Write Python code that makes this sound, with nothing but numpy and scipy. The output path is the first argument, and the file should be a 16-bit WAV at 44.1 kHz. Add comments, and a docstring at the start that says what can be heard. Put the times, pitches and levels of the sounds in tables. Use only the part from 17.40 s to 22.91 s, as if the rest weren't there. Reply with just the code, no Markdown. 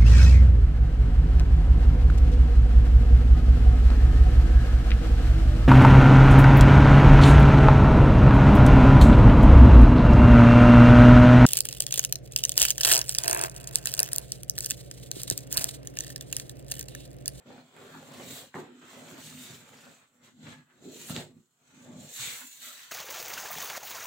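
"""Someone kneeling on a tiled floor squeezes a sleeping bag out of its nylon stuff sack.
First the padded roll rubs dully under the hands, with soft pats, swishes of nylon on nylon and
ticking creases. Taut cloth adds hollow notes and kneading crinkles it. A firm pat lands near 1.1 s,
a sharp tug near 3.7 s, and the loudest pull comes at 4.8 s before a few softer slides.
Throughout, the small hard room rings behind every blow and booms at its low modes."""
import sys
import numpy as np
from scipy import signal
from scipy.fft import rfft, irfft, next_fast_len
from scipy.io import wavfile
from scipy.ndimage import map_coordinates

SR = 44100
rng = np.random.default_rng(int(sys.argv[2]) if len(sys.argv) > 2 else 0)


def unload_wav(signal):
    """Save mono or channel-first audio to the path in sys.argv[1] as 16-bit WAV at rate SR, clipped to [-1, 1]."""
    wavfile.write(
        sys.argv[1],
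        SR,
        np.round(np.clip(np.atleast_2d(signal).T, -1, 1) * 32767).astype(np.int16),
    )


N = 242991


def amp(db):
    """Decibels to gain."""
    return 10 ** (np.asarray(db) / 20)


def unit(x):
    """Scale to rms 1."""
    return x / np.sqrt(np.mean(x ** 2) + 1e-20)


def along(points, hz):
    """Read a curve of (freq_hz, value) points on a log frequency axis."""
    freqs, values = np.transpose(points)
    return np.interp(np.log(hz + 1), np.log(freqs + 1), values)


def wobble(rate):
    """A smooth random curve with rate knots a second."""
    knots = rng.standard_normal(int(N * rate / SR) + 4)
    return map_coordinates(knots, [np.arange(N) * rate / SR])


def filtered(x, response):
    """EQ x with a gain given as a function of frequency."""
    n = x.shape[-1]
    padded = next_fast_len(n + 8192)
    return irfft(rfft(x, padded) * response(np.fft.rfftfreq(padded, 1 / SR)), padded)[..., :n]


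def add(track, start_s, sound):
    """Mix a sound into a track at start_s."""
    part = track[..., round(start_s * SR):][..., :sound.shape[-1]]
    part += sound[..., :part.shape[-1]]


# The room's low resonances and the dips between them: centre_hz, width_hz, gain_db
ROOM_MODES = [(79, 16, -7), (98, 8, 4), (150, 12, 6), (188, 35, -7), (249.4, 14.7, 8.5), (330, 28, -5),
              (353.8, 11, 10.5), (403, 17, 3), (495, 13, 3.5), (560, 5.7, 8.5), (667, 7.5, 6),
              (880, 24, 5.5), (1063, 13, 5.5), (1160, 4.7, 11)]
def boom(hz):
    """Gain of the room's standing waves."""
    return amp(sum(db / (1 + (2 * (hz - centre) / width) ** 2) for centre, width, db in ROOM_MODES))


# Stereo width by frequency: freq_hz, left_right_correlation
STEREO_WIDTH = [(30, 0.12), (100, 0.9), (300, 0.91), (550, 0.63), (950, 0.24), (2000, 0.089), (3000, 0.018),
                (6500, 0.023), (7100, 0.88), (8600, 0.77), (11000, 0.78), (15500, 0.7)]
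def spread(pair):
    """Two unrelated signals to stereo, with boom: narrow bass, wide middle, nearly mono above 7 kHz."""
    def mid_side_gains(hz):
        angle = np.arccos(np.clip(along(STEREO_WIDTH, hz), -.5, 1)) / 2
        return boom(hz) * np.array([np.ones_like(hz), np.tan(angle)])
    mid, side = filtered(pair, mid_side_gains)
    return np.array([mid + side, mid - side])


# Reverb time of the tiled room: freq_hz, t60_s
REVERB_TIMES = [(100, 0.12), (250, 0.71), (450, 0.48), (2000, 0.2), (7000, 0.32), (15000, 0.42)]
def room(wet_db, build_up_s):
    """Stereo response of the room: the direct sound, then a tail that builds and dies by frequency."""
    hz, t, bands = signal.stft(spread(rng.standard_normal((2, SR // 2))), SR, nperseg=256)
    decay = amp(-60 * t / along(REVERB_TIMES, hz)[:, None])
    response = signal.istft(bands * decay, SR, nperseg=256)[1]
    response *= 1 - np.exp(-(np.arange(response.shape[1]) / SR / build_up_s) ** 2)
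    response *= amp(wet_db) / np.linalg.norm(response[0])
    response[:, 0] += 1  # direct sound
    return response


# Colour of the room tone: freq_hz, gain_db
ROOM_TONE_EQ = [(25, 18.5), (100, -17), (250, -4), (500, -9), (1500, 1), (4000, -69), (5200, -102),
                (7300, 4), (9500, -11), (16000, -10)]
def room_tone():
    """A faint, steady bed of noise in the room."""
    air = spread(rng.standard_normal((2, N)))
    return amp(-76.0) * unit(filtered(air, lambda hz: amp(along(ROOM_TONE_EQ, hz))))


def gesture(full_s, rise_s, hold_s, fall_s=0.095):
    """A hand move in dB: swell to 0, hold, fade. The default fall is the filling relaxing."""
    edge_db = 27.5  # level change over one rise or fall time
    t = np.arange(N) / SR - full_s
    return -edge_db * np.minimum(np.maximum(-t / rise_s, 0) + np.maximum((t - hold_s) / fall_s, 0), 10)


def catches(per_s, relax_s):
    """Threads catch, let go at once and settle: a jagged curve of rms 1."""
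    jolts = (rng.random(N) < per_s / SR) * rng.random(N)
    tension = signal.lfilter([1], [1, -np.exp(-1 / (relax_s * SR))], jolts)
    return unit(tension - tension.mean())


def shimmer(x, depth_db):
    """Narrow bands swell and fade as they drift, giving the hiss a faint whistle."""
    hz, _, bands = signal.stft(x, SR, nperseg=1024)
    smoothing = np.outer(np.hanning(5), np.hanning(24))
    drift = unit(signal.fftconvolve(rng.standard_normal(bands.shape[1:]), smoothing, mode="same"))
    above_modes = (hz / (hz + 400))[:, None]
    return signal.istft(bands * amp(depth_db * above_modes * drift), SR, nperseg=1024)[1][:, :N]


def friction(eq, slips_per_s, scatter_db, grain_db, shimmer_db):
    """Cloth friction, rms 1 in mono: tiny slips of uneven size over a diffuse wash."""
    sizes = amp(scatter_db * np.minimum(rng.exponential(size=N), 4))
    grains = unit((rng.random(N) < slips_per_s / SR) * sizes * rng.choice([-1, 1], N))
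    wash = unit(shimmer(spread(rng.standard_normal((2, N))), shimmer_db))
    rub = filtered(wash + amp(grain_db) * grains, lambda hz: amp(along(eq, hz)))
    return rub / np.std(rub.mean(axis=0))


# Colours of the filling's low rumble, its mid scrunch and the shell's crumple: freq_hz, gain_db
RUMBLE_EQ = [(25, -16), (48, -21), (62, -7), (82, -14), (96, -2.5), (140, 3), (260, 5.5), (330, -8),
             (450, -28.5), (900, -105)]
SCRUNCH_EQ = [(180, -53), (320, -1), (450, 6.5), (700, 2.5), (950, -5.5), (1400, -18.5), (3000, -88)]
CRUMPLE_EQ = [(400, -34), (750, 0.5), (1050, 3.5), (1450, 7), (1900, 3), (2600, -0.5), (4500, -10.5),
              (7000, -39)]
# Squeezes of the roll, levels before trim: full_s, rise_s, hold_s, rumble_db, scrunch_db, crumple_db
SQUEEZES = [(0.0, 0.061, 0.026, -59, -64.5, -68), (0.065, 0.032, 0.15, -50, -59, -63),
            (0.393, 0.24, 0.11, -54, -55, -60.5), (0.555, 0.23, 0.02, -47.5, -73, -56.5),
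            (0.614, 0.074, 0.14, -49, -53.5, -61), (0.773, 0.18, 0.16, -45, -53.5, -58),
            (0.933, 0.13, 0.11, -49, -55, -59.5), (1.18, 0.12, 0.077, -64, -71, -58.5),
            (1.278, 0.13, 0.16, -72, -79, -66), (1.418, 0.028, 0.16, -60, -67, -59),
            (1.57, 0.12, 0.14, -52, -54.5, -59), (1.72, 0.037, 0.085, -48, -56.5, -58),
            (1.858, 0.12, 0.16, -48, -62.5, -64.5), (2.098, 0.3, 0.057, -49.5, -56.5, -58.5),
            (2.198, 0.071, 0.32, -54, -61.5, -63.5), (2.565, 0.38, 0.075, -64.5, -74, -67),
            (2.846, 0.28, 0.049, -59, -68.5, -66.5), (3.049, 0.18, 0.067, -42.5, -64, -78),
            (3.068, 0.099, 0.065, -55, -59.5, -57.5), (3.175, 0.07, 0.03, -52.5, -71.5, -66),
            (3.296, 0.12, 0.098, -98, -74, -72.5), (3.44, 0.16, 0.063, -50, -63, -72.5),
            (3.62, 0.29, 0.072, -51, -62, -65), (3.698, 0.04, 0.072, -36.5, -53, -64),
            (3.757, 0.017, 0.054, -59, -45.5, -54), (3.977, 0.18, 0.0085, -51, -78, -78.5),
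            (4.314, 0.23, 0.22, -70.5, -72.5, -67.5), (4.49, 0.26, 0.15, -43.5, -56, -68.5),
            (4.683, 0.29, 0.039, -64, -60.5, -74), (4.785, 0.053, 0.14, -60, -83, -52.5),
            (4.959, 0.12, 0.065, -81, -70.5, -55), (5.218, 0.37, 0.05, -68, -77, -72),
            (5.372, 0.29, 0.12, -74, -79, -62)]
def padding():
    """Under the fingers the filling rumbles and scrunches while the shell crumples over it."""
    power = sum(np.outer(amp(levels_db), amp(gesture(full_s, rise_s, hold_s))) ** 2
                for full_s, rise_s, hold_s, *levels_db in SQUEEZES)
    rumble_db, scrunch_db, crumple_db = 10 * np.log10(power)
    catch = catches(per_s=78, relax_s=0.017)
    # each layer gets a trim and a flutter
    rumble = amp(rumble_db - 4.5 + 0.35 * wobble(43))
    rumble = rumble * friction(RUMBLE_EQ, slips_per_s=97, scatter_db=-5, grain_db=-14.5, shimmer_db=4.5)
    scrunch = friction(SCRUNCH_EQ, slips_per_s=140, scatter_db=4, grain_db=-15, shimmer_db=5)
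    scrunch *= amp(scrunch_db - 1 + 1.2 * catch)
    crumple = friction(CRUMPLE_EQ, slips_per_s=200, scatter_db=4.5, grain_db=-18, shimmer_db=3.5)
    crumple *= amp(crumple_db + 0.5 + 1.32 * catch)
    return rumble + scrunch + crumple


# Hands patting and jerking the sack: start_s, push_db, pitch_hz, slap_db, brightness_hz, reverb_db
PATS = [(0.059, -50, 417, -57, 1100, -7), (0.074, -46.5, 221, -46.5, 614, 9),
        (0.536, -51, 216, -45, 1640, 14), (1.1422, -27.3, 900, -28.5, 1800, 2.5),
        (1.1475, -34.5, 190, -38, 700, 3), (1.156, -31.5, 370, -29.5, 1500, 4.5),
        (1.428, -47, 290, -54, 1290, 5), (1.719, -43, 228, -62, 880, 8.5), (2.1, -44.5, 150, -57, 900, 6.5),
        (3.421, -46, 260, -51, 500, 0), (3.4535, -37, 280, -47, 600, 5), (3.7025, -25.5, 185, -38, 600, -8),
        (3.764, -31.5, 420, -18.5, 7000, -6), (3.773, -32, 150, -36, 3500, -1),
        (4.561, -38, 193, -63, 706, -2), (4.79, -50, 104, -79, 500, 10), (4.872, -43, 141, -66, 494, -15)]
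def pats():
    """Each blow is one push of air from the padding and a short slap of the taut cloth."""
    out, t = np.zeros((2, N)), np.arange(SR // 20) / SR
    for start_s, push_db, pitch_hz, slap_db, brightness_hz, reverb_db in PATS:
        cycles = t * pitch_hz
        push = np.sin(2 * np.pi * cycles) * np.exp(-((cycles - 1) / 0.56) ** 2)
        decay_s = 0.00044 + 1.4 / brightness_hz  # a softer contact lasts longer
        burst = rng.standard_normal(len(t)) * np.exp(-t / decay_s)
        band = signal.butter(5, [110, np.clip(brightness_hz, 300, SR / 3)], "band", fs=SR, output="sos")
        slap = signal.sosfilt(band, burst)
        blow = amp(push_db) * push + amp(slap_db) * slap / np.abs(slap).max()
        add(out, start_s, signal.fftconvolve(blow[None], room(reverb_db, build_up_s=0.0053), axes=1))
    return out


# Colours of the nylon's swish, its silky sheen and the fizz on top: freq_hz, gain_db
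SWISH_EQ = [(1100, -26), (1550, -4), (1950, -0.5), (2600, 0.5), (3300, 4), (4200, 4.5), (5050, -6.5),
            (6200, -11.5), (8000, -28)]
SHEEN_EQ = [(4500, -20), (6000, 0), (6900, 4.5), (7500, 7), (8100, 2), (8650, -9), (9300, -13.5),
            (10500, -14.5)]
FIZZ_EQ = [(5000, -15), (7500, 4), (9000, 2), (10500, -2.5), (12500, -3), (14500, 3), (16000, -1)]
# Slides of nylon on nylon: full_s, rise_s, hold_s, fall_s, swish_db, sheen_offset_db, fizz_offset_db
STROKES = [(0.07, 0.043, 0.14, 0.11, -65.5, -6, -10), (0.48, 0.66, 0.56, 0.18, -64, 0.5, 0),
           (0.903, 0.33, 0.083, 0.14, -52, -1.5, -1), (0.938, 0.076, 0.045, 0.12, -55.5, -6, 7),
           (1.151, 0.029, 0.054, 0.15, -61, 1, -4.5), (1.325, 0.16, 0.027, 0.092, -73, -13, -9),
           (1.51, 0.3, 0.21, 0.27, -63, 2, 1), (1.832, 0.22, 0.028, 0.28, -56.5, 1.5, 1.5),
           (2.025, 0.44, 0.026, 0.41, -53, 0, 1), (2.287, 0.11, 0.25, 0.31, -67.5, 2.5, 3.5),
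           (2.745, 0.056, 0.017, 0.15, -80.5, 7.5, 15), (2.842, 0.041, 0.022, 0.13, -63.5, 1, -3.5),
           (3.042, 0.13, 0.095, 0.15, -60.5, -2, -13), (3.56, 0.24, 0.087, 0.23, -55.5, 2, -3),
           (3.625, 0.15, 0.05, 0.1, -63, 6, 11), (3.705, 0.12, 0.009, 0.096, -47, -1.5, 0),
           (3.753, 0.073, 0.031, 0.12, -48, -1, -5), (3.97, 0.1, 0.025, 0.23, -81, 5, 12.5),
           (4.4, 0.46, 0.085, 0.095, -69, 5, -15), (4.615, 0.2, 0.1, 0.22, -59.5, 4.5, -8),
           (4.756, 0.19, 0.031, 0.1, -52.5, 2.5, 5.5), (4.812, 0.11, 0.053, 0.28, -41.3, -1.2, -2.5),
           (4.942, 0.11, 0.074, 0.59, -55.5, 3.5, 6.5), (5.228, 0.082, 0.051, 0.26, -51, -0.5, 1),
           (5.396, 0.51, 0.037, 0.41, -55, -0.5, 0)]
def nylon():
    """Sliding nylon swishes with a sheen and, on fast pulls, fizzes; all catch and let go together."""
    fizz_knee_db, fizz_loss = -61, 0.85  # under the knee the fizz loses this many extra dB per dB
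    glide_db = -46  # on louder pulls the nylon glides and hardly catches
    power = sum(np.outer(amp([db, db + sheen, db + fizz]), amp(gesture(*timing))) ** 2
                for *timing, db, sheen, fizz in STROKES)
    swish_db, sheen_db, fizz_db = 10 * np.log10(power)
    fizz_db -= fizz_loss * np.maximum(fizz_knee_db - swish_db, 0)
    catch_db = 1.3 * catches(per_s=110, relax_s=0.012) / (1 + amp(swish_db - glide_db) ** 2)
    weave = dict(slips_per_s=350, scatter_db=3, grain_db=-14)
    swish = amp(swish_db) * friction(SWISH_EQ, shimmer_db=3.6, **weave)
    sheen = amp(sheen_db) * friction(SHEEN_EQ, shimmer_db=4.2, **weave)
    fizz = amp(fizz_db + 1.3 * wobble(25)) * friction(FIZZ_EQ, shimmer_db=4.6, **weave)
    return amp(catch_db) * (swish + sheen + fizz)


# Colour of a crease's tick: freq_hz, gain_db
CREASE_EQ = [(150, -22), (600, 16), (4000, 1), (5200, -16), (7300, 12.5), (16000, 0)]
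# Creases snapping over: start_s, peak_db, brightness_hz
CREASES = [(0.104, -45, 1500), (0.164, -43, 1800), (0.18, -43, 1500), (0.365, -41.5, 2400),
           (0.387, -43, 3000), (0.439, -41, 2800), (0.552, -42, 3500), (0.628, -43, 2500),
           (0.72, -42, 6000), (1.532, -37.5, 5000), (1.597, -41, 2500), (1.712, -39, 2800),
           (1.782, -41, 6000), (2.292, -45, 3000), (2.342, -43, 2200), (2.389, -45, 2500),
           (2.468, -44, 2000), (3.072, -42, 3000), (3.6874, -33, 16000), (3.697, -27, 15000),
           (3.6995, -29, 16000)]
def creases():
    """Folds of nylon flip over with a dry tick."""
    ticks, t = np.zeros(N), np.arange(SR // 50) / SR
    for start_s, peak_db, brightness_hz in CREASES:
        burst = rng.standard_normal(len(t)) * np.exp(-t / 0.0009)
        colour = lambda hz: amp(along(CREASE_EQ, hz)) / np.hypot(1, (hz / brightness_hz) ** 2)
        tick = filtered(burst, colour)
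        add(ticks, start_s, amp(peak_db) * tick / np.abs(tick).max())
    return signal.fftconvolve(ticks[None], room(wet_db=-10.0, build_up_s=0.0014), axes=1)[:, :N]


# Stretches of cloth drawn tight: full_s, rise_s, hold_s, pitch_hz, level_db
TAUT_PANELS = [(1.292, 0.017, 0.11, 255, -57.5), (2.445, 0.04, 0.022, 1500, -60.5),
               (2.46, 0.014, 0.05, 240, -59), (3.458, 0.082, 0.28, 240, -58),
               (3.452, 0.027, 0.032, 394, -51), (3.53, 0.06, 0.067, 440, -58),
               (3.475, 0.037, 0.06, 600, -61.5), (4.483, 0.16, 0.16, 554, -60),
               (4.838, 0.099, 0.11, 505, -61.5), (4.82, 0.048, 0.13, 2170, -48),
               (0.11, 0.05, 0.069, 794, -59), (1.48, 0.04, 0.034, 1900, -62), (1.57, 0.08, 0.11, 705, -63),
               (3.052, 0.076, 0.06, 261, -66), (3.695, 0.02, 0.032, 1320, -53),
               (3.753, 0.011, 0.029, 1810, -51), (5.019, 0.028, 0.03, 249, -58.5),
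               (5.241, 0.036, 0.078, 1330, -54.5), (5.25, 0.037, 0.04, 242, -63),
               (5.284, 0.13, 0.038, 635, -62.5), (5.38, 0.09, 0.056, 1730, -58)]
def taut_cloth():
    """Cloth pulled taut over the filling colours the rubbing with its own hollow note."""
    q, pitch_drift = 5.1, 0.06  # the note wanders by this share as the tension shifts
    out = np.zeros((2, N))
    for *timing, pitch_hz, level_db in TAUT_PANELS:
        resonance = lambda hz: 1 / (1 + (q * (hz / pitch_hz - pitch_hz / (hz + 1))) ** 2)
        rub = filtered(rng.standard_normal((2, N)), resonance)
        playhead = np.cumsum(np.exp(pitch_drift * wobble(14))) % N
        rub = np.array([np.interp(playhead, np.arange(N), side) for side in rub])
        out += amp(level_db + gesture(*timing)) * unit(spread(rub))
    return out


# Spells of kneading: full_s, rise_s, hold_s, level_db
KNEADS = [(0.4, 0.1, 0.28, -69), (0.76, 0.16, 0.24, -57), (1.5, 0.1, 0.25, -63), (1.79, 0.06, 0.36, -56.5),
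          (2.28, 0.08, 0.26, -66), (4.79, 0.14, 0.15, -52), (5.23, 0.06, 0.2, -60)]
def crinkles():
    """Kneaded nylon buckles in flurries of tiny ticks, each with its own pitch and size."""
    ticks_per_s, centre_hz, decay_cycles = 1300, 5300, 3
    flurry = amp(4 * wobble(70) + 3 * wobble(18))
    starts = np.flatnonzero(rng.random(N) < ticks_per_s / SR * flurry / flurry.mean())
    pitch, size = rng.standard_normal((2, len(starts), 1))
    n = np.arange(SR // 200)
    cycles = np.minimum(centre_hz * np.exp(.5 * pitch), SR / 2) * n / SR
    ticks = amp(4 * np.minimum(size, 1.5)) * np.sin(2 * np.pi * cycles) * np.exp(-cycles / decay_cycles)
    crackle = unit(np.bincount((starts[:, None] + n).ravel(), ticks.ravel(), N)[:N])  # mix the ticks
    level = np.sqrt(sum(amp(level_db + gesture(*timing)) ** 2 for *timing, level_db in KNEADS))
    return signal.fftconvolve((level * crackle)[None], room(wet_db=-4, build_up_s=0.003), axes=1)[:, :N]


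def scene():
    """Padding, blows and cloth over the quiet room."""
    return room_tone() + padding() + pats() + nylon() + creases() + taut_cloth() + crinkles()


# Difference in colour between the two microphones: freq_hz, left_minus_right_db
MIC_BALANCE = [(200, -1), (800, -1.3), (1500, -0.5), (3200, 0), (4000, 1.5), (5000, 0.5), (6600, 1),
               (7100, -2.5), (8000, -6), (8600, -1), (13000, -0.5), (15000, 1.5)]
def record(dry):
    """The microphones shed the deep bass, colour each side and cut off the very top."""
    low_cut_hz, top_hz = 72, 15800
    thinned = signal.sosfilt(signal.butter(2, low_cut_hz, "high", fs=SR, output="sos"), dry)
    coloured = filtered(thinned, lambda hz: amp(along(MIC_BALANCE, hz) * np.array([[.5], [-.5]])))
    return filtered(coloured, lambda hz: hz < top_hz)


dry = scene()
out = record(dry)
unload_wav(out)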